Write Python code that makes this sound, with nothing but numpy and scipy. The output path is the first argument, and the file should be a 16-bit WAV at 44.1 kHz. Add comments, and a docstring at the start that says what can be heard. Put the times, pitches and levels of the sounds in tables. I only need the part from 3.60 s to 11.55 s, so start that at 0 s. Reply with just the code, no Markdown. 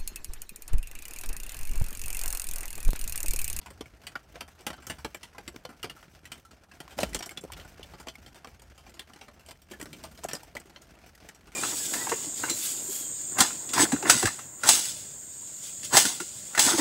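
"""A slow lava front at night: from the start, brittle crust cracks and glassy chunks clink on rubble.
Each blow is shaped noise in four decaying bands plus dying sines; random grit and thin splinters fall
between the blows, over a patchy noise hiss and a lumpy low rumble. Near 3.4 s the heaviest falls bring a
sinking sine boom and a dull grinding noise; the grinding returns, fainter, from 6 to 7 s, as blows go on."""
import sys
import numpy as np
from scipy import signal
from scipy.fft import rfft, irfft
from scipy.io import wavfile
from scipy.ndimage import uniform_filter1d

SR = 44100
rng = np.random.default_rng(int(sys.argv[2]) if len(sys.argv) > 2 else 0)


def transcribe(signal):
    """Save signal, clipped to [-1, 1], as a 16-bit WAV file at the path in sys.argv[1]."""
    frames = np.atleast_2d(signal).T
    limited = np.clip(frames, -1, 1)
    pcm = np.round(limited * 32767).astype(np.int16)
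    wavfile.write(sys.argv[1], SR, pcm)


N = 350595
SIZE = 6144  # samples in one blow; grit and chips last half as long


def gain_of(db):
    """Logarithmic level: 20 dB is a factor of ten in amplitude."""
    return 10 ** (np.asarray(db) / 20)


def evened(x):
    """Normalisation: equal mean power, rms 1, along the last axis."""
    return x / np.sqrt(np.mean(x ** 2, axis=-1, keepdims=True) + 1e-20)


def smoothed(x, size, axis=-1):
    """Low-pass by two running means: only slow variation remains."""
    once = uniform_filter1d(x, size=size, axis=axis)
    return uniform_filter1d(once, size=size, axis=axis)


def read(points, hz):
    """Interpolation along log frequency, the scale on which pitch is heard."""
    f, value = np.transpose(points)
    return np.interp(np.log(hz + 1), np.log(f + 1), value)


def add(mix, s, sound):
    """Superposition: sums a sound into the mix from s seconds on."""
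    part = mix[round(s * SR):][:len(sound)]
    part += sound[:len(part)]


def coloured(x, points):
    """Linear filtering: multiplies the spectrum of x by a curve in dB."""
    hz = np.fft.rfftfreq(len(x), 1 / SR)
    return irfft(rfft(x) * gain_of(read(points, hz)), len(x))


def activity(column):
    """Amplitude modulation: one column of the activity curve as a gain over time."""
    # restlessness of the front: (t/s, level of grit, chips and hiss before their trims/dB, rumble level/dB)
    activity_curve = [(0.0, -53, -52.5), (0.53, -50.5, -61), (1.33, -51.5, -54), (1.64, -52, -58.5),
                      (2.74, -51.5, -60), (3.12, -52, -65.5), (3.54, -45, -57), (3.78, -51.5, -61),
                      (3.96, -43.5, -49), (4.12, -47.5, -57), (6.07, -54, -63), (6.35, -49.5, -52.5),
                      (7.68, -50, -69), (7.95, -51, -53)]
    rows = np.array(activity_curve)
    return gain_of(np.interp(np.arange(N) / SR, rows[:, 0], rows[:, column]))


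def lines(count, peaky_db, lumpy_db):
    """Modal density: random spectra with broad lumps and standout lines, the many rings of uneven rock."""
    re, im, size, lumps = rng.standard_normal((count, SIZE // 2 + 1, 4)).transpose(2, 0, 1)
    lumps = evened(smoothed(lumps, 50))
    return (re + 1j * im) * gain_of(peaky_db * np.clip(size, -3, 3) + lumpy_db * lumps)


def scattered(rings, size):
    """Convolution of random impulses with impulse responses: each impulse sets off one kind of ring."""
    kind = rng.integers(0, len(rings), N)
    return sum(signal.oaconvolve(size * (kind == k), ring)[:N] for k, ring in enumerate(rings))


def rumble():
    """Modulated low-band noise: it comes in lumps, a few each second."""
    # spectral weighting of the noise: (f/Hz, level/dB)
    rumble_spectrum = [(21, -43), (36, 1.5), (65, 8.5), (81, 7.5), (97, -3.5), (135, -2.5), (170, -10.5),
                       (220, -18), (370, -120)]
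    lumps = evened(smoothed(rng.standard_normal(N), 5000))
    noise = coloured(rng.standard_normal(N), rumble_spectrum)
    return activity(column=2) * evened(gain_of(2.6 * lumps) * noise)


def hiss(patchy_db=2.8):
    """Incoherent summation: far crackle merges into noise, patchy in time and frequency."""
    # spectral weighting of the noise: (f/Hz, level/dB)
    hiss_spectrum = [(76, -1), (130, 9), (520, -2.5), (1140, 4.5), (2050, -8.5), (3830, -12), (8230, -22.5),
                     (12000, -11.5), (16000, -39)]
    frames, hz = N // 128 + 5, np.fft.rfftfreq(512, 1 / SR)
    re, im, patches = rng.standard_normal((frames, 257, 3)).T
    patches = uniform_filter1d(uniform_filter1d(patches, size=12, axis=0), size=12, axis=1)
    weights_db = read(hiss_spectrum, hz)[:, None] + patchy_db * evened(patches)
    noise = signal.istft((re + 1j * im) * gain_of(weights_db), nperseg=512, noverlap=384)[1][:N]
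    return gain_of(-11.5) * activity(column=1) * evened(noise)


def grit(per_s=190., spread_db=4.0, count=24):
    """Random impact train: small pieces drop; each kind has its own rings, tilt and decay."""
    # spectral weighting before each kind's tilt: (f/Hz, level/dB)
    grit_spectrum = [(150, 2), (500, 0.5), (1500, 4), (3000, -0.5), (8000, -12), (16000, -11.5)]
    t, hz = np.arange(SIZE // 2) / SR, np.fft.rfftfreq(SIZE, 1 / SR)
    tilt, slowness = rng.random((count, 2)).T[:, :, None]
    t60 = 0.015 + 0.17 * slowness ** 2  # s
    # tilt of up to 3.3 dB per octave either way, about 2 kHz
    shape = gain_of(read(grit_spectrum, hz) + 6.6 * (tilt - .5) * np.log2((hz + 1) / 2000))
    rings = evened(irfft(lines(count, peaky_db=5.0, lumpy_db=2.0) * shape, SIZE))[:, :len(t)]
    rings = rings * (1 - np.exp(-t / 0.00034)) * gain_of(-60 * t / t60)
    size = gain_of(spread_db * np.minimum(rng.exponential(1, N), 3)) * (rng.random(N) < per_s / SR)
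    return gain_of(-6.0) * activity(column=1) * evened(scattered(rings, size))


def chips(per_s=16., level_db=-13.5, count=30):
    """Inharmonic modes: glassy splinters drop now and then, each with two thin rings, the upper weaker."""
    t = np.arange(SIZE // 2) / SR
    place, second, longer = rng.random((count, 3)).T[:, :, None]
    hz = 2000 * (11500 / 2000) ** np.sqrt(place)  # 2 to 11.5 kHz, mostly high
    t60 = 0.032 + 0.042 * longer  # s
    upper = second * np.sin(2 * np.pi * hz * (1.8 + 0.28 * longer) * t)
    rings = np.sin(2 * np.pi * hz * t) + upper
    # the level falls 2.5 dB per octave of pitch
    decay = gain_of(-60 * t / t60 - 2.5 * np.log2(hz / 2000))
    rings = rings * (1 - np.exp(-t / 0.00042)) * decay
    size = gain_of(3.8 * rng.standard_normal(N)) * (rng.random(N) < per_s / SR)
    return gain_of(level_db) * activity(column=1) * scattered(rings, size)


def rolls():
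    """Friction noise: loose rubble rolls at the two large falls, a dull grinding that swells and fades."""
    # one level curve for each roll, before its edge fades: (t/s, level/dB)
    roll_levels = [
        [(3.36, -35.5), (3.552, -62), (3.75, -90)],
        [(6.05, -69), (6.348, -52), (6.85, -74)],
    ]
    # spectral weighting of the grinding: (f/Hz, level/dB)
    roll_spectrum = [(70, -30), (130, 7), (300, 7.5), (600, -10), (1000, -16.5)]
    out = np.zeros(N)
    for rows in roll_levels:
        s, db = np.transpose(rows)
        t = np.arange(s[0], s[-1], 1 / SR)
        grind = evened(coloured(rng.standard_normal(len(t)), roll_spectrum))
        fades = signal.windows.tukey(len(t), .2)
        add(out, s[0], gain_of(np.interp(t, s, db)) * fades * grind)
    return out


def boom(start_s=3.385, length_s=.22):
    """Phase integration of a falling frequency: the ground sounds as the heavy block settles."""
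    # the sinking tone: (level before its unevenness/dB, start f/Hz, f it sinks towards/Hz)
    boom_tone = [(-43, 150., 37.7)]
    (db, start_hz, end_hz), = boom_tone
    t, out = np.arange(0, length_s, 1 / SR), np.zeros(N)
    hz = end_hz + (start_hz - end_hz) * np.exp(-t / 0.0544)
    uneven = gain_of(2.5 * evened(uniform_filter1d(rng.standard_normal(len(t)), size=900)))
    tone = np.sin(2 * np.pi * np.cumsum(hz) / SR) * signal.windows.tukey(len(t), .4)
    add(out, start_s, gain_of(db) * uneven * tone)
    return out


def clinks(t, t60, ring_hz, clear_db, bands, beat_hz=45., clearest_longer=0.92, struck_db=5.0):
    """Beating and modal excitation: a lump's clearest ring, a close pair, and the crust rings it strikes."""
    # rings of the crust, shared by all blows: (f before detuning/Hz, level against band/dB, factor on t60)
    crust_rings = [(339, -13.5, 1.03), (570, -18, 0.65), (823, -16.5, 0.72), (1390, -20, 2),
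                   (2030, -7, 0.69), (2310, -8.5, 0.95), (2840, -13, 0.73), (3070, -13, 1.73),
                   (3420, -16, 1.04), (4276, -10.5, 0.91), (4775, -9, 0.69), (5580, -17, 0.91),
                   (7450, -10.5, 0.82), (8630, -21, 0.58)]
    apart, phase = rng.standard_normal((len(bands), 2)).T[:, :, None]
    first = np.sin(2 * np.pi * ring_hz * t)
    second = 0.98 * np.sin(2 * np.pi * (ring_hz + beat_hz * apart) * t + phase)
    db = np.array([read(band, hz) for band, hz in zip(bands, ring_hz)])
    out = gain_of(db + clear_db - 60 * t / (clearest_longer * t60)) * (first + second)
    for hz, ring_db, longer in crust_rings:
        # each blow reaches each ring unevenly
        struck, detune = rng.standard_normal((len(bands), 2)).T[:, :, None]
        band_db = np.array([[read(band, hz)] for band in bands])
        db = band_db + ring_db + struck_db * np.clip(struck, -2, 2)
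        tone = np.sin(2 * np.pi * hz * (1 + 0.0146 * detune) * t)
        out = out + gain_of(db - 60 * t / (longer * t60)) * tone
    return out


def blows():
    """Impact and modal decay: a sharp snap, four bands dying at their own speed, a faint scattered tail."""
    # the louder blows: (t/s, level/dB, then thud, body and brightness against the third band/dB,
    # clearest ring f/Hz, its level over its band/dB, t60 before each band's factor/s)
    blow_list = [(0.014, -40, -26, -14, -19, 3560, -7, 0.091),
                 (0.06, -38.5, -11, -3, -10.5, 1040, 0.5, 0.1),
                 (0.1027, -43, -7.5, -5, -6.5, 405, -4, 0.085), (0.2082, -30, -7, -6, -13, 354, -9, 0.052),
                 (0.2576, -44.5, -12, -9, -11, 2260, 8, 0.059),
                 (0.4355, -50, -24, -6, -10, 1470, -2.5, 0.14),
                 (0.4679, -28.5, -26, -15.5, -13, 2980, -11, 0.095),
                 (0.5542, -29.5, -15, 1, -16.5, 1410, 2, 0.055),
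                 (0.7556, -37, -17, -5.5, -17, 500, 2.5, 0.082),
                 (0.8074, -26, -15, -9, -13, 2840, -7, 0.076), (0.8785, -46, -13, -4.5, -7, 1340, -5, 0.1),
                 (1.0076, -45, -8, -8, -5.5, 333, -13, 0.08),
                 (1.066, -21.5, -16, -8.5, -8.5, 2440, -8, 0.092),
                 (1.1023, -28, -9.5, -7, -16.5, 1330, 1, 0.054), (1.13, -37, -18, -6, -15, 886, -4, 0.094),
                 (1.1786, -44, -8, -1.5, -29, 1370, -13, 0.098),
                 (1.2214, -46, -16, -5, -9.5, 1964, -5, 0.22),
                 (1.268, -35.5, -13, -5.5, -1, 1320, -8, 0.094),
                 (1.2983, -26, -12.5, -7.5, -9, 2845, 1, 0.11),
                 (1.3853, -42, -27, -5, -9.5, 1020, -5, 0.11),
                 (1.4462, -22, -10.5, -8, -14, 1325, -7, 0.061),
                 (1.5455, -32, -14, -6.5, -8, 2360, 2, 0.069), (1.6304, -33, -22, -12, -12, 2910, -7, 0.12),
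                 (1.7477, -52, -7, 0.5, -12, 1027, 3, 0.14),
                 (1.7813, -36.5, -10, -4.5, -13, 790, -6, 0.083),
                 (1.8776, -28.5, -11.5, -11, -9, 2030, -7, 0.067),
                 (1.9429, -47.5, 1, 0, -17, 372, -5, 0.043), (1.9602, -31, -6, -8, -14.5, 370, -8.5, 0.025),
                 (2.0505, -31, -9.5, -7.5, -16, 737, -5, 0.056), (2.0904, -49, -8, 1.5, -7, 292, 7, 0.21),
                 (2.2295, -27, -23, -9, -10.5, 2860, 0, 0.071),
                 (2.2417, -29.5, -10.5, -7, -14, 364, -0.5, 0.096),
                 (2.2968, -30.5, -17, -9.5, -12, 2850, 2.5, 0.079),
                 (2.364, -52.5, -19, 2, -3, 1365, 1, 0.12), (2.4273, -41, -18, -2, -14, 931, -9, 0.035),
                 (2.6539, -38.5, -22, -14, -8.5, 1945, 3.5, 0.094),
                 (2.7176, -28, -20.5, -16, -13, 1390, -7, 0.11), (2.7781, -47, -6, -12, -6, 2030, 4, 0.055),
                 (2.8506, -52, -13, -6, -3, 1340, 6.5, 0.11),
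                 (2.9135, -45.5, -16, -13, -12, 1310, 3, 0.064),
                 (3.1138, -42, -20, -8.5, -16, 1620, 3.5, 0.084),
                 (3.2026, -29.5, -16, -12, -10.5, 1390, -5, 0.068),
                 (3.2782, -41.5, -20, -5.5, -13, 1070, 3, 0.036),
                 (3.3073, -44, -25, -12, -10.5, 3100, -1, 0.22),
                 (3.3781, -39.5, -11, -3, -4, 600, -12, 0.22),
                 (3.3871, -21, -3, -3.5, -13, 660, -4.5, 0.033),
                 (3.4018, -27, -15, -10, -9.5, 640, -16, 0.21),
                 (3.4313, -16, -10, -9.5, -15, 570, 0, 0.048), (3.4914, -50, -8, -12, -1, 474, -1, 0.11),
                 (3.5316, -36, -19, -18, -10, 2000, 3, 0.13),
                 (3.5463, -18, -13.5, -13.5, -8, 6440, -12, 0.076),
                 (3.5904, -36, -20, -9, -4.5, 5670, -3, 0.069),
                 (3.6061, -32.5, -15, -5, -18, 342, -2.5, 0.043),
                 (3.6249, -25, -26, -13.5, -16, 5570, -2.5, 0.09),
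                 (3.6591, -42.5, -5, -1, 3.5, 5710, -6, 0.093),
                 (3.6923, -35.5, -22, -17, -4, 2220, 9, 0.052), (3.7092, -39, -10, -4, -4, 2210, 3, 0.083),
                 (3.7734, -26, -19.5, -15.5, -15.5, 3460, 6.5, 0.064),
                 (3.81, -56.5, 5, -5, 8.5, 7460, -2.5, 0.075), (3.8375, -45.5, 5, -4, -3, 470, 3, 0.036),
                 (3.8492, -53, 11.5, 10, 0, 507, 8.5, 0.035), (3.901, -48, -10, 5.5, -19, 960, 7.5, 0.03),
                 (3.92, -30, -21, -13, -9.5, 1900, -7, 0.053),
                 (3.9335, -33.5, -22, -13, -15, 3420, 0, 0.061),
                 (3.9654, -47, -18, -6, -12, 1770, -9, 0.048), (3.998, -37, -13, -12, -15, 2000, -7, 0.11),
                 (4.0484, -46, -5, 1.5, -7, 886, -1, 0.06), (4.1951, -46.5, 4, 4, -8, 484, -3, 0.025),
                 (4.2071, -45, -11, -8, -21, 844, -7, 0.11), (4.2293, -35, -23, -33, -17, 3520, 1, 0.082),
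                 (4.336, -42, -4, -2.5, -17, 853, -6, 0.11), (4.3986, -44.5, -5, -0.5, -2, 870, -6, 0.1),
                 (4.47, -30.5, -9.5, -5, -17, 830, -6, 0.048),
                 (4.4834, -26.5, -21, -16.5, -16.5, 3480, -4, 0.077),
                 (4.554, -42.5, -26, -9, -8.5, 2200, 9, 0.044),
                 (4.6617, -40.5, -12.5, -11.5, -12.5, 3140, 0, 0.12),
                 (4.7448, -43.5, -9, -5, -9, 755, 0, 0.04), (4.7567, -43, -11.5, -7, -11, 924, 0, 0.1),
                 (4.8456, -36.5, -13.5, 0, -13, 1170, 0.5, 0.054),
                 (4.8718, -42.5, -8, -4, -11, 485, -2.5, 0.072),
                 (4.996, -48, -17, -16, -8, 581, -10, 0.046), (5.0187, -53.5, -7, -3, 1, 943, 1, 0.099),
                 (5.1774, -44.5, -23, -11, -12, 800, -9, 0.19),
                 (5.2645, -43.5, -12, -5.5, -17, 793, -2.5, 0.09), (5.2942, -50, -5, -11, -4, 850, -7, 0.1),
                 (5.339, -48, -15, -9, -8, 6800, -6, 0.21),
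                 (5.3935, -27.5, -23.5, -16, -14, 3500, -2, 0.082),
                 (5.4962, -53, -3.5, 2, -13, 400, -8, 0.11),
                 (5.534, -42.5, -10.5, -8.5, -9.5, 2970, 2, 0.072),
                 (5.5592, -44.5, -10, -4, -13, 347, -2.5, 0.086),
                 (5.6116, -34, -23, -11, -20, 384, -7, 0.1), (5.682, -44, -7, -2, -13, 1210, -7, 0.088),
                 (5.7938, -51.5, -13, -10, -8.5, 323, -7, 0.22),
                 (5.862, -49, -14, -12, -6, 3080, -2.5, 0.22),
                 (5.886, -38.5, -17.5, -10, -9.5, 703, -5, 0.11),
                 (5.909, -36, -28, -15.5, -8, 1020, 3, 0.075),
                 (6.0174, -54, -25, -12, -0.5, 3620, -1, 0.12),
                 (6.1115, -35.5, -8.5, -12.5, -10.5, 342, -16, 0.12),
                 (6.1348, -42, -12, -4, -9, 1725, 7.5, 0.08),
                 (6.1983, -39.5, -6, -2.5, -7, 347, -10, 0.075),
                 (6.2129, -33.5, -17, -5, -4, 1910, 3, 0.043), (6.2262, -38, -7, -3.5, -0.5, 288, 5, 0.066),
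                 (6.2564, -38, -4.5, -1, -7.5, 365, -5, 0.054),
                 (6.33, -31.5, -17.5, -17.5, -13.5, 3180, -4, 0.09),
                 (6.4377, -34, -20, -4, -7, 724, -21, 0.1), (6.5134, -51, -7, -4, -1, 504, -14, 0.12),
                 (6.575, -44, -15, -16, -13, 4970, -2.5, 0.15), (6.588, -46, -8, -2.5, -6, 650, 3, 0.05),
                 (6.6356, -37, -9, -2, -4, 1010, -1, 0.075),
                 (6.6408, -35.5, -11, -5, -0.5, 7880, -6, 0.075),
                 (6.6487, -34.5, 3, 1.5, -16, 700, 4, 0.03), (6.6859, -30, -18, -9, -7.5, 1450, -13, 0.11),
                 (6.7113, -32.5, -16, -16, -18, 1760, 3.5, 0.12),
                 (6.7326, -29, -3, -2, -0.5, 5580, -2, 0.054), (6.7502, -33, -22, -6, -4, 4980, 3.5, 0.09),
                 (6.8317, -43.5, -19, -6.5, -1, 960, 2, 0.064),
                 (6.9518, -32, -10.5, -4.5, -11, 588, -3, 0.051),
                 (6.9669, -32, -12, -10, -11.5, 2010, 8.5, 0.06), (6.9996, -45, -6, -14, 1, 1660, 0, 0.047),
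                 (7.0552, -54, -4.5, -10, -7, 390, -1, 0.15), (7.0967, -43, -11, -9, -12, 980, -5, 0.064),
                 (7.1606, -33.5, -23, -7.5, -38, 4110, -4, 0.069),
                 (7.2183, -52, -7, -5, 0, 6800, -2, 0.087), (7.3522, -49, -11, -20, -12, 2680, 0, 0.043),
                 (7.4384, -52.5, -18, -15, -44, 2420, 12.5, 0.048),
                 (7.5513, -48.5, -26, -12, -3, 2050, 2, 0.045),
                 (7.6875, -36, -18, -10, -8.5, 1970, -1, 0.073),
                 (7.747, -50, -30, -16, -4, 5670, -3, 0.098), (7.87, -47, -12, -4, -9, 320, 0, 0.13),
                 (7.919, -45, -20, -10, -11, 2230, -1, 0.15)]
    # bands from thud to brightness: (centre f/Hz, factor on t60, rise before contact build-up/s, level/dB)
    blow_bands = [(356, 1.28, 0.0028, 1), (1060, 1.02, 0.0029, 2.5), (2990, 0.97, 0.00049, -8.5),
                  (8730, 0.93, 0.00016, 0)]
    # spectral weighting of every blow: (f/Hz, level/dB)
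    blow_spectrum = [(80, -24.5), (150, -10.5), (300, -9.5), (12000, 15.5), (16000, 10)]
    s, db, thud_db, body_db, bright_db, ring_hz, ring_db, t60 = np.transpose(blow_list)[:, :, None]
    t, hz = np.arange(SIZE) / SR, np.fft.rfftfreq(SIZE, 1 / SR)
    t60 = np.clip(t60, .02, .5)
    # contact builds up slower the more body a blow has (ms to s)
    build = np.clip(.55 * gain_of(0.4 * body_db), .15, 3) / 1000
    rings = lines(len(s), peaky_db=7.5, lumpy_db=2.8) * gain_of(read(blow_spectrum, hz))
    # other rings crowd around the clearest one
    rings = rings * gain_of(5.9 * np.exp(-(np.log((hz + 1) / ring_hz) / 0.56) ** 2))
    # crumbling contact: the level jolts from one millisecond to the next
    jolts = uniform_filter1d(rng.standard_normal((len(s), SIZE)), size=60, axis=1)
    jolts = gain_of(2.3 * evened(jolts))
    centres, sound = [band[0] for band in blow_bands], 0
    rels_db = [thud_db, body_db, 0 * db, bright_db]
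    levels_db = np.hstack([rel_db + band[3] for rel_db, band in zip(rels_db, blow_bands)])
    for k, (_, longer, rise, _) in enumerate(blow_bands):
        # neighbouring bands cross over along log frequency
        share = read(list(zip(centres, np.eye(4)[k])), hz) ** 2 / np.sqrt(hz + 1)
        snap = gain_of(-3.5 - 60 * t / (0.015 * longer))
        ringing = gain_of(-60 * t / (longer * t60))
        tail = gain_of(-36 - 60 * t / 1.0)
        onset = 1 - np.exp(-t / (rise + build))
        # the thud band alone stays free of jolts
        envelope = onset * (snap + ringing + tail) * (jolts if k else 1)
        sound = sound + gain_of(levels_db[:, [k]]) * envelope * evened(irfft(rings * share, SIZE))
    bands = [list(zip(centres, row)) for row in levels_db]
    tones = clinks(t, t60, ring_hz, ring_db, bands)
    sound = sound + (1 - np.exp(-t / build)) * np.sqrt(jolts) * tones
    fade_out = signal.windows.tukey(2 * SIZE, .3)[SIZE:]
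    sound = gain_of(db) * sound * fade_out
    out = np.zeros(N)
    for at, blow in zip(s[:, 0], sound):
        add(out, at, blow)
    return out


def scene():
    """Superposition of all layers in one channel."""
    return (rumble() + hiss() + grit() + chips() + rolls() + boom() + blows())[None]


def record(dry, low_hz=42, edge_hz=15900):
    """Linear filter chain: microphone colour and bass cut, then the band limit."""
    # microphone colour: (f/Hz, level/dB)
    mic_colour = [(700, 0.5), (1120, -9), (1400, -3), (2900, -4), (3800, -6), (5700, 1), (6900, -0.5),
                  (8400, 0), (10200, -8), (13700, -6.5), (15800, -9.5)]
    bass_cut = signal.butter(4, low_hz, "high", fs=SR, output="sos")
    heard = signal.sosfilt(bass_cut, coloured(dry[0], mic_colour))[None]
    band_limit = signal.firwin(511, edge_hz, window=("kaiser", 9), fs=SR)[None]
    return signal.oaconvolve(heard, band_limit, "same")


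dry = scene()
out = record(dry)
transcribe(out)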